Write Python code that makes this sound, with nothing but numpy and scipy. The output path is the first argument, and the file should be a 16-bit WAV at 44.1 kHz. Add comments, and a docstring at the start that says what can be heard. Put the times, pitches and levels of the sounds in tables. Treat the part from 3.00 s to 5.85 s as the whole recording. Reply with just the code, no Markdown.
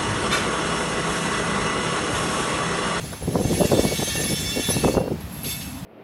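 """Tank car wheels grind on steel, rolling slowly through a rail yard, heard from across a field.
Friction keeps many wheel modes singing over a scraping hiss; now one, now another locks into a squeal.
A second wheel scrapes briefly near the end. Close up, gusts buffet the microphone,
and the low rumble of the distant yard lies under it all."""
import sys
import numpy as np
from scipy import signal
from scipy.fft import rfft, irfft, next_fast_len
from scipy.io import wavfile
from scipy.ndimage import uniform_filter1d

SR = 44100
rng = np.random.default_rng(int(sys.argv[2]) if len(sys.argv) > 2 else 0)


def log_audio(samples):
    """Write samples as a 16-bit WAV file to the path given in sys.argv[1]."""
    # one column per channel
    frames = np.atleast_2d(samples).T
    # limit to full scale, then quantise
    limited = np.clip(frames, -1, 1)
    pcm = np.round(limited * 32767).astype(np.int16)
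    wavfile.write(sys.argv[1], SR, pcm)


N = 125685


# How hard the first wheel rubs: time_s, level_db
FIRST_RUB = [(0, -11), (.06, -9), (.2, -13.5), (.4, -8), (.55, -1.5), (.8, 0.5), (1.13, 1), (1.35, 0.5),
             (1.55, -0.5), (1.7, 1.5), (1.8, -0.5), (1.92, -3.5), (1.99, -12.5), (2.08, -37), (2.3, -53),
             (2.85, -45)]
# Its modes, as they carry across the field: pitch_hz, level_db, width_hz
FIRST_MODES = [(1775, -50, 70), (2232, -47, 25), (2622, -54, 25), (2740, -50, 22), (3225, -53, 18),
               (3494, -52, 14), (3548, -53, 25), (3854, -52, 16), (4161, -55, 18), (4425, -48.5, 18),
               (4530, -52, 70), (5222, -52, 12), (5373, -50, 18), (5486, -53, 16), (6313, -47, 18),
               (6465, -52, 25), (7263, -48, 16), (8204, -53, 24), (9178, -51, 24), (10080, -50, 110),
               (3380, -53, 25), (5715, -56, 20), (5935, -55, 20), (10460, -56, 30), (11617, -58, 20),
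               (12064, -56, 25), (12590, -61, 25), (13044, -58, 30), (13610, -60, 25)]
# Its scraping hiss: frequency_hz, density_db
FIRST_HISS = [(500, -6), (1000, -1.5), (1500, -2.5), (1900, 4.5), (2450, -2.5), (3200, 8.5), (4000, -1),
              (5000, 4.5), (6300, 2), (7600, 0), (8800, -3), (10500, -8), (12300, -2), (15500, -17)]
# Flares of its shrill ring near 11 kHz: time_s, level_db
SHRILL_FLARES = [(0, -45), (.06, -43), (.12, -42), (.2, -50), (.24, -41.5), (.28, -46), (.31, -39),
                 (.36, -49), (.41, -40), (.53, -43), (.56, -32), (.61, -29), (.68, -44), (.82, -41.5),
                 (.85, -32.5), (.95, -41.5), (1.13, -29.5), (1.18, -36), (1.24, -30.5), (1.29, -27),
                 (1.32, -35), (1.55, -40.5), (1.66, -32.5), (1.7, -21), (1.77, -34.5), (1.94, -41),
                 (2.02, -50.5), (2.85, -90)]
# The modes in that ring: pitch_hz, level_db, width_hz
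SHRILL_RING = [(10734, -9, 16), (10987, -3, 18), (11080, -14, 70), (11400, -18, 50), (11935, -22, 35),
               (12430, -20, 40)]

def first_wheel():
    """The long grind: hiss and modes follow the rub, the shrill ring flares on its own."""
    grind = from_db(2.8) * singing(FIRST_MODES) + from_db(-34.1) * scrape(FIRST_HISS)
    shrill = from_db(in_time(SHRILL_FLARES)) * singing(SHRILL_RING)
    return from_db(in_time(FIRST_RUB)) * grind + shrill


def singing(modes, scatter=.6):
    """Friction keeps each mode ringing: a fluttering tone plus its scattered reflections."""
    out = 0
    for hz, db, width in modes:
        direct = tone(hz, wander_hz=width / 2) * rms_one(from_db(3.2 * drift(20.5)))
        reflected = narrow_noise(hz, width)
        out += from_db(db) * (np.sqrt(1 - scatter) * direct + np.sqrt(scatter) * reflected)
    return out


def scrape(spectrum, patchy_db=2, grain_db=.8):
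    """Grainy hiss of steel on steel; as the contact shifts, one set of resonances gives way to another."""
    hisses = []
    for _ in range(2):
        _, bands = noise_bands(spectrum)
        hisses.append(rippled(sum(band * from_db(patchy_db * drift(27)) for band in bands)))
    shift = np.pi / 4 * (1 + np.tanh(2 * drift(2.9)))
    return (np.cos(shift) * hisses[0] + np.sin(shift) * hisses[1]) * from_db(grain_db * drift(60))


# Squeals that stand out of the grind: start_s, length_s, pitch_hz, level_db, roughness (0-1)
LOCKED_MODES = [(.035, .04, 2234, -50, .3), (.43, .05, 6314, -43, .2), (.43, .11, 8204, -50, .2),
                (.64, .06, 4540, -44, .4), (.69, .12, 8204, -46, .3), (.72, .14, 3535, -40, .5),
                (.77, .13, 4565, -42, .3), (.77, .18, 6490, -45, .4), (.855, .04, 2232, -37, .2),
                (.86, .06, 10734, -42, .3), (.95, .05, 3494, -34.5, .1), (.96, .045, 3855, -37, .1),
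                (.93, .15, 8204, -46, .3), (.99, .4, 2230, -47, .5), (1.01, .09, 6312, -37.5, .2),
                (1.05, .07, 3225, -41, .3), (1.06, .05, 3570, -39, .5), (1.07, .08, 3854, -42, .3),
                (1.06, .1, 6842, -47, .2), (1.09, .08, 2725, -38, .5), (1.14, .06, 6312, -40, .3),
                (1.17, .15, 9178, -48, .4), (1.21, .09, 10040, -44, .8), (1.26, .14, 5222, -48, .3),
                (1.28, .28, 5372, -37.5, .2), (1.25, .27, 3494, -33.5, .1), (1.52, .11, 2738, -38, .3),
                (1.6, .08, 3493, -31.5, .1), (1.63, .1, 3856, -40, .15), (1.67, .07, 5370, -39, .2),
                (1.68, .07, 10734, -35, .2), (1.72, .16, 2628, -41, .4), (1.78, .09, 3493, -44, .3),
                (1.86, .07, 4428, -43, .4), (1.88, .1, 2742, -47, .2), (1.98, .09, 2740, -54, .2),
                (1.98, .12, 4440, -56, .4), (2.0, .17, 5255, -57, .3)]

def squeals(flutter_db=1.5):
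    """Single modes lock, hold and ring away; the rougher the contact, the more the tone breaks up."""
    out = 0
    for start, length, hz, db, rough in LOCKED_MODES:
        pure = np.sqrt(1 - rough) * tone(hz, wander_hz=5)
        broken = np.sqrt(rough) * narrow_noise(hz, width_hz=20)
        envelope = held(start, length, attack_s=.0073, t60_s=.4)
        out += envelope * from_db(db + flutter_db * drift(32)) * (pure + broken)
    return out


# Squeaks from the track: middle_s, length_s, pitch_hz, width_hz, level_db
SLIPS = [(1.165, 0.12, 1798, 70, -38), (1.73, 0.024, 5970, 70, -30)]

def squeaks():
    """Steel slips with a short, rough squeak."""
    return sum(noisy_swell(*row) for row in SLIPS)


# How hard the second wheel rubs: time_s, level_db
SECOND_WHEEL_RUB = [(0, -60), (2.17, -45), (2.21, -37), (2.29, -23), (2.34, -16), (2.432, -13.5),
                    (2.465, -4.5), (2.51, 1.5), (2.585, -7.5), (2.62, -7), (2.68, -11), (2.85, -20)]
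# Its modes: pitch_hz, level_db, width_hz
SECOND_WHEEL_MODES = [(1756, -51, 29), (2210, -48, 50), (2630, -42, 25), (3545, -41, 20), (4500, -44, 35),
                      (5450, -47, 22), (6440, -44, 22), (7130, -51, 25), (7390, -46, 28), (7630, -50, 25),
                      (7850, -50, 28), (8378, -44, 20), (9370, -52, 25), (10900, -43, 25), (11075, -39, 35),
                      (11205, -39, 25), (11720, -44, 90), (12870, -49, 60)]
# Its scraping hiss: frequency_hz, density_db
SECOND_HISS = [(500, -31), (1500, -9), (3000, 3.5), (5500, 1), (8000, -4), (9500, -6), (11500, 5),
               (13000, -3), (15500, -17)]

def second_wheel():
    """A short scrape sets slightly different modes singing."""
    grind = singing(SECOND_WHEEL_MODES) + from_db(-33.6) * scrape(SECOND_HISS)
    return from_db(in_time(SECOND_WHEEL_RUB)) * grind


# The second wheel catches: start_s, level_db
PINGS = [(2.204, -47.5), (2.324, -41.5), (2.433, -32.5)]
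# What each ping rings with: pitch_hz, level_db, width_hz
PING_MODES = [(11100, -5, 57), (11340, -14, 36), (11400, -4, 120), (11230, -4, 360), (12600, -7, 230)]

def catches(t60_s=.63):
    """Each catch is a bright ping that starts at once and rings away in the highest modes."""
    t = np.arange(N) / SR
    envelope = sum((t >= s) * from_db(db - 60 * np.maximum(t - s, 0) / t60_s) for s, db in PINGS)
    return envelope * sum(from_db(db) * narrow_noise(hz, width) for hz, db, width in PING_MODES)


# The second wheel bites: start_s, level_db
RASPS = [(2.203, -46.5), (2.44, -34.5), (2.606, -37)]

def bites(attack_s=.0066):
    """Each bite is a harsh burst of scraping that starts sharply and dies away."""
    band = signal.butter(2, [2060, 5360], "band", fs=SR, output="sos")
    rasp = rms_one(rippled(signal.sosfilt(band, rng.standard_normal(N))))
    return rasp * sum(from_db(db) * held(s, attack_s, attack_s, t60_s=.19) for s, db in RASPS)


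# Gusts at the microphone: time_s, strength_db
GUSTS = [(0, -15.5), (.2, -37), (.29, -8.5), (.38, -1), (.56, -7.5), (.63, 1), (.69, -6.5), (.76, 4),
         (.87, -2.5), (.96, -22), (1.1, -21), (1.31, -15), (1.39, -15), (1.65, -19.5), (1.72, -9),
         (1.81, -12), (1.88, 7.5), (1.93, -7), (2.0, -1.5), (2.14, -15.5), (2.22, -21), (2.85, -33)]
# Single eddies that hit it: middle_s, length_s, strength_db, tilt_db_per_octave
EDDIES = [(0.134, 0.016, -10, 12), (0.226, 0.019, -5, 4.5), (0.283, 0.0096, 3, -6.5),
          (0.333, 0.0071, -8, 4), (0.355, 0.031, 3.5, 0.5), (0.456, 0.0074, -2.5, -11.5),
          (0.519, 0.035, 1.5, -5), (0.616, 0.022, 10, -3), (0.65, 0.01, 6.5, -1.5),
          (0.723, 0.0093, 8.5, 2.5), (0.73, 0.018, 11, -2.5), (0.78, 0.0067, -1, 1),
          (0.796, 0.01, 7.5, -5.5), (0.853, 0.0034, 14, -4), (0.876, 0.0075, 5, -5),
          (0.918, 0.023, -1.5, -0.5), (0.996, 0.0096, 3, 1), (1.027, 0.0098, 6, 1.5),
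          (1.08, 0.014, -2.5, 4.5), (1.159, 0.0067, 5, 1.5), (1.203, 0.037, -2, 3),
          (1.26, 0.035, -6.5, -1.5), (1.32, 0.025, 1, -3), (1.436, 0.0095, -12, -10),
          (1.585, 0.026, 2.5, -0.5), (1.69, 0.0064, 3, 0.5), (1.707, 0.0095, 2, 1),
          (1.773, 0.019, 0.5, -6.5), (1.842, 0.0071, 10, 2), (1.856, 0.0099, 11, -6), (1.88, 0.012, -1, 1),
          (1.944, 0.005, 5.5, -1), (1.973, .005, 11.5, -7.5), (1.982, 0.015, 11, 0.5),
          (2.007, 0.016, -0.5, 0), (2.057, .012, -5, 3), (2.081, 0.0065, 1.5, 0),
          (2.114, 0.017, -2.5, -1.5), (2.14, 0.0056, -1, -4), (2.466, 0.032, -11.5, 0)]
# Wind noise at strength 0 dB: frequency_hz, density_db
WIND_SPECTRUM = [(25, -30), (45, -4.5), (80, -6), (170, -0.5), (300, -3.5), (500, -3), (700, -13.5),
                 (1000, -23.5), (1500, -43.5), (2200, -85), (4000, -79), (12000, -110)]
# The treble swells more than the bass: frequency_hz, growth_db_per_db
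GUST_GROWTH = [(40, .5), (150, 0.58), (400, 1.0), (900, 1.15), (1800, 2.5)]

def wind(tilt_pivot_hz=436, turbulence_db=4.5):
    """Turbulence on the microphone: the stronger the eddy, the louder and brighter."""
    centres, bands = noise_bands(WIND_SPECTRUM)
    octaves = np.clip(np.log2(centres / tilt_pivot_hz), -2, 2)
    eddy_shapes = np.array([swell(middle, length) ** 2 for middle, length, _, _ in EDDIES])
    eddy_spectra = np.transpose([from_db(db + tilt * octaves) ** 2 for _, _, db, tilt in EDDIES])
    power = from_db(in_time(GUSTS)) ** 2 + eddy_spectra @ eddy_shapes
    strength_db = 10 * np.log10(power) + turbulence_db * np.clip(drift(64.4), -2, 1)
    band_gains = from_db(at_hz(GUST_GROWTH, centres)[:, None] * strength_db)
    return from_db(-23.5) * np.sum(bands * band_gains, axis=0)


# Pops right on the microphone port: time_s, peak_db
PORT_POPS = [(.277, -25.5), (0.356, -10.5), (.397, -27), (.45, -20), (.531, -18.5), (.633, -14),
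             (0.65, -25), (0.72, -8.5), (.732, -15), (0.774, -17), (.811, -23), (.851, -15), (1.025, -19.5),
             (1.704, -25), (1.767, -18.5), (1.847, -6), (1.879, -12), (1.885, -11.5), (1.951, -13.5),
             (1.971, -10.5), (1.98, -18), (2.078, -29)]

def pops():
    """The sharpest eddies give dull pressure kicks of either sign."""
    port = signal.butter(3, [302, 963], "band", fs=SR, output="sos")
    kicks = np.zeros(N)
    for s, db in PORT_POPS:
        kicks[int(s * SR)] = from_db(db) * rng.choice([-1, 1])
    unit_peak = np.abs(signal.sosfilt(port, signal.unit_impulse(SR // 20))).max()
    return signal.sosfilt(port, kicks + 1e-18) / unit_peak


# Slow eddies at the microphone: middle_s, length_s, pitch_hz, width_hz, level_db
SLOW_EDDIES = [(0.234, 0.032, 75.3, 40, -27), (0.548, .025, 90.9, 40, -27.5),
               (1.474, 0.032, 76.1, 40, -28.5), (1.73, 0.035, 85, 40, -27)]

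def thumps():
    """Broad, slow eddies thump in the bass."""
    return sum(noisy_swell(*row) for row in SLOW_EDDIES)


# Drones over in the yard: middle_s, length_s, pitch_hz, width_hz, level_db
YARD_DRONES = [(0.034, 0.047, 147.6, 30, -33), (2.78, 0.19, 259, 11, -39.5)]

def drones():
    """A low drone comes and goes."""
    return sum(noisy_swell(*row) for row in YARD_DRONES)


# The yard from across the field: frequency_hz, density_db
YARD_RUMBLE = [(25, -30), (40, -50), (60, 4.5), (100, 0), (160, 0.5), (260, -6), (400, -27.5), (700, -15),
               (1200, -20), (2500, -24.5), (5000, -29.5), (9000, -36), (15000, -35)]

def yard():
    """Steady distant rumble of the yard and the rolling cars."""
    _, bands = noise_bands(YARD_RUMBLE)
    return from_db(-35) * bands.sum(axis=0)


def from_db(db):
    """Decibels to gain."""
    return 10 ** (np.asarray(db) / 20)


def rms_one(x):
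    """Scale to rms 1."""
    return x / np.sqrt(np.mean(x ** 2) + 1e-20)


def in_time(rows):
    """Join (time_s, value) rows by straight lines."""
    return np.interp(np.arange(N) / SR, *np.transpose(rows))


def at_hz(rows, hz):
    """Read (frequency_hz, value) rows on a log-frequency axis."""
    frequencies, values = np.transpose(rows)
    return np.interp(np.log(hz), np.log(frequencies), values)


def drift(rate_hz):
    """Smooth random motion of spread 1."""
    pole = np.exp(-40 * np.pi * rate_hz / SR)  # one step every 20 samples
    white = rng.standard_normal(N // 20 + 2002)
    slow = signal.lfilter([1], [1, -2 * pole, pole * pole], white)[2000:]
    return np.interp(np.arange(N) / 20, np.arange(len(slow)), rms_one(slow))


def swell(middle_s, length_s):
    """A bell of height 1, above half power for the given length."""
    return 2 ** (-2 * np.minimum(((np.arange(N) / SR - middle_s) / length_s) ** 2, 20))


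def held(start_s, length_s, attack_s, t60_s):
    """Rise, hold, then ring away."""
    t = np.arange(N) / SR - start_s
    return np.clip(t / attack_s, 0, 1) * from_db(-60 * np.clip((t - length_s) / t60_s, 0, 3))


def tone(hz, wander_hz):
    """A sine of rms 1 whose pitch wanders a little."""
    cycles = np.cumsum(hz + wander_hz * drift(18.4)) / SR
    return np.sqrt(2) * np.sin(2 * np.pi * (cycles + rng.random()))


def narrow_noise(hz, width_hz):
    """Noise of rms 1 gathered round one frequency."""
    phase = 2 * np.pi * hz * np.arange(N) / SR
    return drift(width_hz) * np.cos(phase) + drift(width_hz) * np.sin(phase)


def noisy_swell(middle_s, length_s, hz, width_hz, db):
    """A narrow band of noise that rises and fades."""
    return from_db(db) * swell(middle_s, length_s) * narrow_noise(hz, width_hz)


def noise_bands(spectrum):
    """Noise in third-octave bands that sum to rms 1: returns centres_hz, bands."""
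    edges = np.geomspace(22, 17000, 29)
    centres = np.sqrt(edges[1:] * edges[:-1])
    white = rng.standard_normal((2, N + SR // 4))
    bands = np.zeros((len(centres), N))
    for k, hz in enumerate(centres):
        bandpass = signal.butter(3, edges[k:k + 2], "band", fs=SR, output="sos")
        bands[k] = from_db(at_hz(spectrum, hz)) * signal.sosfilt(bandpass, white[k % 2])[-N:]
    return centres, bands / np.std(bands.sum(axis=0))


def rippled(x, depth_db=4.5, spacing_hz=109.83):
    """Pass a sound through a dense, random set of weak resonances."""
    size, steps = next_fast_len(N), rng.standard_normal(1000)
    bumps = steps - uniform_filter1d(steps, size=5)
    ripple = np.interp(np.fft.rfftfreq(size, 1 / SR), np.arange(len(bumps)) * spacing_hz / 2, bumps)
    gain = from_db(depth_db * np.minimum(rms_one(ripple), 2))
    return irfft(rfft(x, size) * rms_one(gain), size)[:N]


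def scene():
    """Distant wheels and yard, with the wind right on the one microphone."""
    wheels = first_wheel() + squeals() + squeaks() + second_wheel() + catches() + bites()
    gusts = wind() + pops() + thumps()
    return (wheels + yard() + drones() + gusts)[None]


def record(dry, low_cut_hz=48, ceiling=.75, high_cut_hz=15800):
    """The deepest bass is cut, the strongest peaks are rounded, the top is cut."""
    thinned = signal.sosfilt(signal.butter(2, low_cut_hz, "high", fs=SR, output="sos"), dry)
    rounded = ceiling * np.tanh(thinned / ceiling)
    return signal.sosfilt(signal.ellip(10, .1, 80, high_cut_hz, fs=SR, output="sos"), rounded)


dry = scene()
out = record(dry)
log_audio(out)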